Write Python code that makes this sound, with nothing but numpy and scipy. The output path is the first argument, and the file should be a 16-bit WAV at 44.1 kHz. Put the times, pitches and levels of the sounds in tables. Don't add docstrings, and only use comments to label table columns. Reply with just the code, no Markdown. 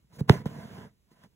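import sys
import numpy as np
from scipy import signal
from scipy.fft import rfft, irfft, next_fast_len
from scipy.io import wavfile
from scipy.ndimage import uniform_filter1d, map_coordinates

SR = 44100
rng = np.random.default_rng(int(sys.argv[2]) if len(sys.argv) > 2 else 0)


def volts_from_decibels(level):
    exponent = np.asarray(level, float) / 20
    return 10 ** exponent


def bounce(signal):
    frames = np.transpose(np.atleast_2d(signal))
    limited = np.clip(frames, -1, 1)
    pcm = np.round(limited * 32767).astype(np.int16)
    wavfile.write(sys.argv[1], SR, pcm)


N = 59535


def unit(x):
    return x / np.sqrt(np.mean(x ** 2) + 1e-20)


def along(points, hz):
    f, value = np.transpose(points)
    return np.interp(np.log(hz + 1), np.log(f + 1), value)


def filtered(x, response):
    m = next_fast_len(N + SR // 2)
    hz = np.fft.rfftfreq(m, 1 / SR)
    return irfft(rfft(x, m) * response(hz), m)[..., :N]


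def resonances(table, f, signs=(1, -1) * 4):
    total = 0
    for sign, (center, width, db) in zip(signs, table):
        total = total + sign * volts_from_decibels(db) * 1j * f * width / (center ** 2 - f ** 2 + 1j * f * width)
    return total


def wobble(rate):
    knots = rng.standard_normal(int(N * rate / SR) + 4)
    return map_coordinates(knots, [np.arange(N) * rate / SR])


# (frequency [Hz], level [dB per Hz])
AIR_TONE = [(30, -13), (55, -2), (150, -12), (400, -22), (800, -31), (3500, -34), (9000, -37.5),
            (15600, -39.5)]
AIR_DB = -69.5


def air():
    hiss = unit(filtered(rng.standard_normal((2, N)), lambda f: volts_from_decibels(along(AIR_TONE, f))))
    return volts_from_decibels(AIR_DB + 1.5 * wobble(13)) * hiss


# (frequency [Hz], time to fall 60 dB [s])
ROOM_DECAY = [(150, 0.3), (1000, 0.067), (8000, .12)]


def room(x):
    hz, t, z = signal.stft(rng.standard_normal((2, SR // 2)), SR, nperseg=256)
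    fade = volts_from_decibels(-60 * t / along(ROOM_DECAY, hz)[:, None])
    tail = signal.istft(z * fade, SR, nperseg=256)[1]
    tail = tail / np.linalg.norm(tail[0])
    late = np.pad(x, (300, 0))
    return signal.fftconvolve(late[None], tail, axes=1)[:, :N]


def slips(per_s, spread_db):
    chance = rng.random((2, N))
    size = rng.exponential(size=(2, N))
    sign = rng.standard_normal((2, N))
    return unit((chance < per_s / SR) * volts_from_decibels(spread_db * size) * sign)


def patchy(pair):
    z = signal.stft(pair, nperseg=512)[2]
    field = uniform_filter1d(rng.standard_normal(z.shape[1:]), size=4, axis=0)
    field = uniform_filter1d(field, size=9, axis=1)
    patch_db = 1.94
    return signal.istft(z * volts_from_decibels(patch_db * unit(field)), nperseg=512)[1][:, :N]


# (frequency [Hz], width [Hz], level [dB])
HUM_MODES = [(80, 60, -12.5), (145, 65, -1.5), (215, 49, -1), (454, 98, -11.5)]
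# (frequency [Hz], width [Hz], level [dB])
WEAVE_MODES = [(663, 100, 3.5), (995, 70, 4.5), (1560, 560, -4.5), (2226, 180, -19), (2780, 160, -21.5),
               (3553, 300, -15.5)]
# (frequency [Hz], level [dB per Hz])
FIBRE_TONE = [(2000, -13.5), (4700, -3), (5900, -9), (6900, -9.5), (8000, -14), (9000, -3), (11000, -16),
              (14500, -12)]
# (time [s], strength [dB], weave [dB], drum [dB])
NEEDLE_STROKES = [
    [(.1, -93.5, -1.5, -2), (.122, -86.5, 1, -5), (.13, -74, -8, -5), (.164, -67, -12.5, -10),
     (.182, -76, -8.5, 1), (.192, -62, -5, -7.5), (.209, -61.5, -8, -4), (.216, -78.5, -3, 1),
     (.27, -95.5, 4.5, 14.5)],
    [(.278, -76.5, 1.5, 3.5), (.288, -64, 0, 0.5), (.294, -47, 5.5, -0.5)],
    [(.302, -56.5, 10, -2.5), (.335, -56.5, -0.5, -1.5), (.365, -63.5, -0.5, -2), (.42, -73, 0, 2),
     (.435, -90, 11, 13), (.452, -86, 9, 13.5)],
]
# (time [s], strength [dB], weave [dB], drum [dB])
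THREAD_STROKES = [
    [(.4585, -60.5, 3, -14), (.468, -63, 0, -12), (.49, -72, 3, 0), (.59, -68.5, -1.5, -0.5),
     (.7, -71.5, 0, -1), (.78, -71.5, 3, 1), (.855, -76.5, 4.5, 3), (.885, -87, 8.5, 5),
     (.97, -100, -27, -8)],
    [(1.07, -100, -6, 1), (1.1, -92, -4, -17), (1.118, -76.5, -7.5, -12), (1.15, -85.5, -3.5, -8.5),
     (1.228, -81.5, 0.5, -11.5), (1.24, -75, 1.5, -4.5), (1.268, -83.5, -4, -4), (1.29, -107, -8, -1.5),
     (1.34, -103, 2.5, -2)],
]
SLIPS_PER_S, SLIP_SPREAD_DB = 5000, 1
TUGS_PER_S, TUG_SPREAD_DB, TUG_SOFT_HZ = 980, -0.5, 756
HUM_DB, WEAVE_DB, HISS_DB, WAVER_DB = 26, 17, 8.5, 0.5
EDGE_S = 0.0018


def rubbing():
    fibre_slips = patchy(slips(SLIPS_PER_S, SLIP_SPREAD_DB))
    weave = unit(filtered(fibre_slips, lambda f: resonances(WEAVE_MODES, f)))
    tugs = slips(TUGS_PER_S, TUG_SPREAD_DB)
    hum = unit(filtered(tugs, lambda f: resonances(HUM_MODES, f) / (1 + 1j * f / TUG_SOFT_HZ) ** 2))
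    noise = patchy(rng.standard_normal((2, N)))
    hiss = unit(filtered(noise, lambda f: volts_from_decibels(along(FIBRE_TONE, f))))

    t, out = np.arange(N) / SR, 0
    for stroke in NEEDLE_STROKES + THREAD_STROKES:
        s, strength_db, weave_db, drum_db = np.transpose(stroke)
        edge = np.clip(np.minimum(t - s[0], s[-1] - t) / EDGE_S + 1, 0, 1)
        strength = edge * volts_from_decibels(np.interp(t, s, strength_db))
        weave_gain = volts_from_decibels(np.interp(t, s, WEAVE_DB + weave_db))
        hum_gain = volts_from_decibels(np.interp(t, s, HUM_DB + drum_db))
        out = out + strength * (volts_from_decibels(HISS_DB) * hiss + weave_gain * weave + hum_gain * hum)
    return out * volts_from_decibels(WAVER_DB * wobble(40))


# (time [s], peak level [dB], sharpness [Hz], snap level [dB], tension [pitch ratio])
CLOTH_POPS = [
    (0.04, -56.5, 200, -87, 1.08),
    (0.2071, -16.5, 300, -64, 1.103),
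    (0.2958, -2, 6000, -17, .98),
    (0.4568, -18.5, 580, -41.5, 1.15),
    (1.113, -54.5, 495, -71.5, 2.84),
    (1.2373, -54, 1280, -55, 1.67),
]
# (frequency [Hz], width [Hz], level [dB])
DRUM_MODES = [(127, 45.4, 1.5), (200, 150, -8.5), (406.7, 75, -8.5), (713, 190, -23), (943, 440, -22),
              (1600, 540, -25), (3490, 650, -26.5), (5250, 810, -32)]
DRUM_SIGNS = [1, -1, 1, 1, -1, -1, 1, -1]
SPREAD_CYCLES = 0.8


def pops():
    def late(f):
        return np.exp(-2j * np.pi * SPREAD_CYCLES * np.log((f + 30) / 20000))

    def snap_tone(f):
        return 1j * f / (2000 + 1j * f) / (1 + 1j * f / 11000) ** 2

    out, t = np.zeros(N), np.arange(SR // 50) / SR
    snap_fade_db = -60 * t / 0.0085
    for s, db, sharp_hz, snap_db, tension in CLOTH_POPS:
        def drum(f):
            ring = resonances(DRUM_MODES, f / tension, DRUM_SIGNS)
            return ring * late(f) / (1 + 1j * f / sharp_hz) ** 2

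        kick, snap = np.zeros((2, N))
        start = round(s * SR)
        kick[start] = 1
        thump = filtered(kick, drum)
        snap[start:][:len(t)] = volts_from_decibels(snap_db + snap_fade_db) * rng.standard_normal(len(t))
        out += volts_from_decibels(db) * thump / np.abs(thump).max() + filtered(snap, snap_tone)
    return out


# (frequency [Hz], left over right [dB])
LEFT_OVER_RIGHT = [(60, -1.5), (200, -3), (400, -2.5), (900, -2), (2200, -4.5), (3800, -0.5)]
# (frequency [Hz], phase [radians])
LEFT_LEAD = [(0, -1), (700, 1.5), (1700, -1.5), (2700, 4.39), (3800, 1.415), (4823, 3.5), (15500, 18.5)]
LEAD_STEP = 0.2


def ports(pair, alike):
    def mix(hz):
        turn = np.arccos(np.clip(along(alike, hz), -1, 1)) / 2
        return np.array([np.cos(turn), np.sin(turn)])

    def balance(hz):
        lead = np.interp(hz, *np.transpose(LEFT_LEAD))
        phase = lead - LEAD_STEP * np.sin(2 * lead)
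        half = volts_from_decibels(along(LEFT_OVER_RIGHT, hz) / 2) * np.exp(0.5j * phase)
        return np.array([half, 1 / half])

    mid, side = filtered(pair, mix)
    return filtered(np.array([mid + side, mid - side]), balance)


# (frequency [Hz], likeness [0 to 1])
CLOTH_ALIKE = [(60, 0.89), (250, 1), (700, 0.69), (1700, 0.25), (2700, 0.44), (4000, 0.91), (5000, 1)]
# (frequency [Hz], likeness [0 to 1])
AIR_LIKENESS = [(60, 0.7), (200, .7), (500, .1), (2800, 0.078), (4400, 0.87)]
ROOM_DB = -22


def scene():
    hits = pops()
    direct = np.array([hits, 0 * hits])
    near = direct + volts_from_decibels(ROOM_DB) * room(hits) + rubbing()
    return ports(near, CLOTH_ALIKE) + ports(air(), AIR_LIKENESS)


def band_limit(x):
    return signal.sosfilt(signal.butter(12, 16640, fs=SR, output="sos"), x)


LOW_CUT_HZ, TOP_HZ, OVER_TOP_DB = 30, 15750, -19.5


def record(dry):
    def band(f):
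        low_cut = (1j * f / LOW_CUT_HZ / (1 + 1j * f / LOW_CUT_HZ)) ** 2
        return low_cut * np.where(f < TOP_HZ, 1, volts_from_decibels(OVER_TOP_DB))

    mix = filtered(dry, band)
    return band_limit(mix)


dry = scene()
out = record(dry)
bounce(out)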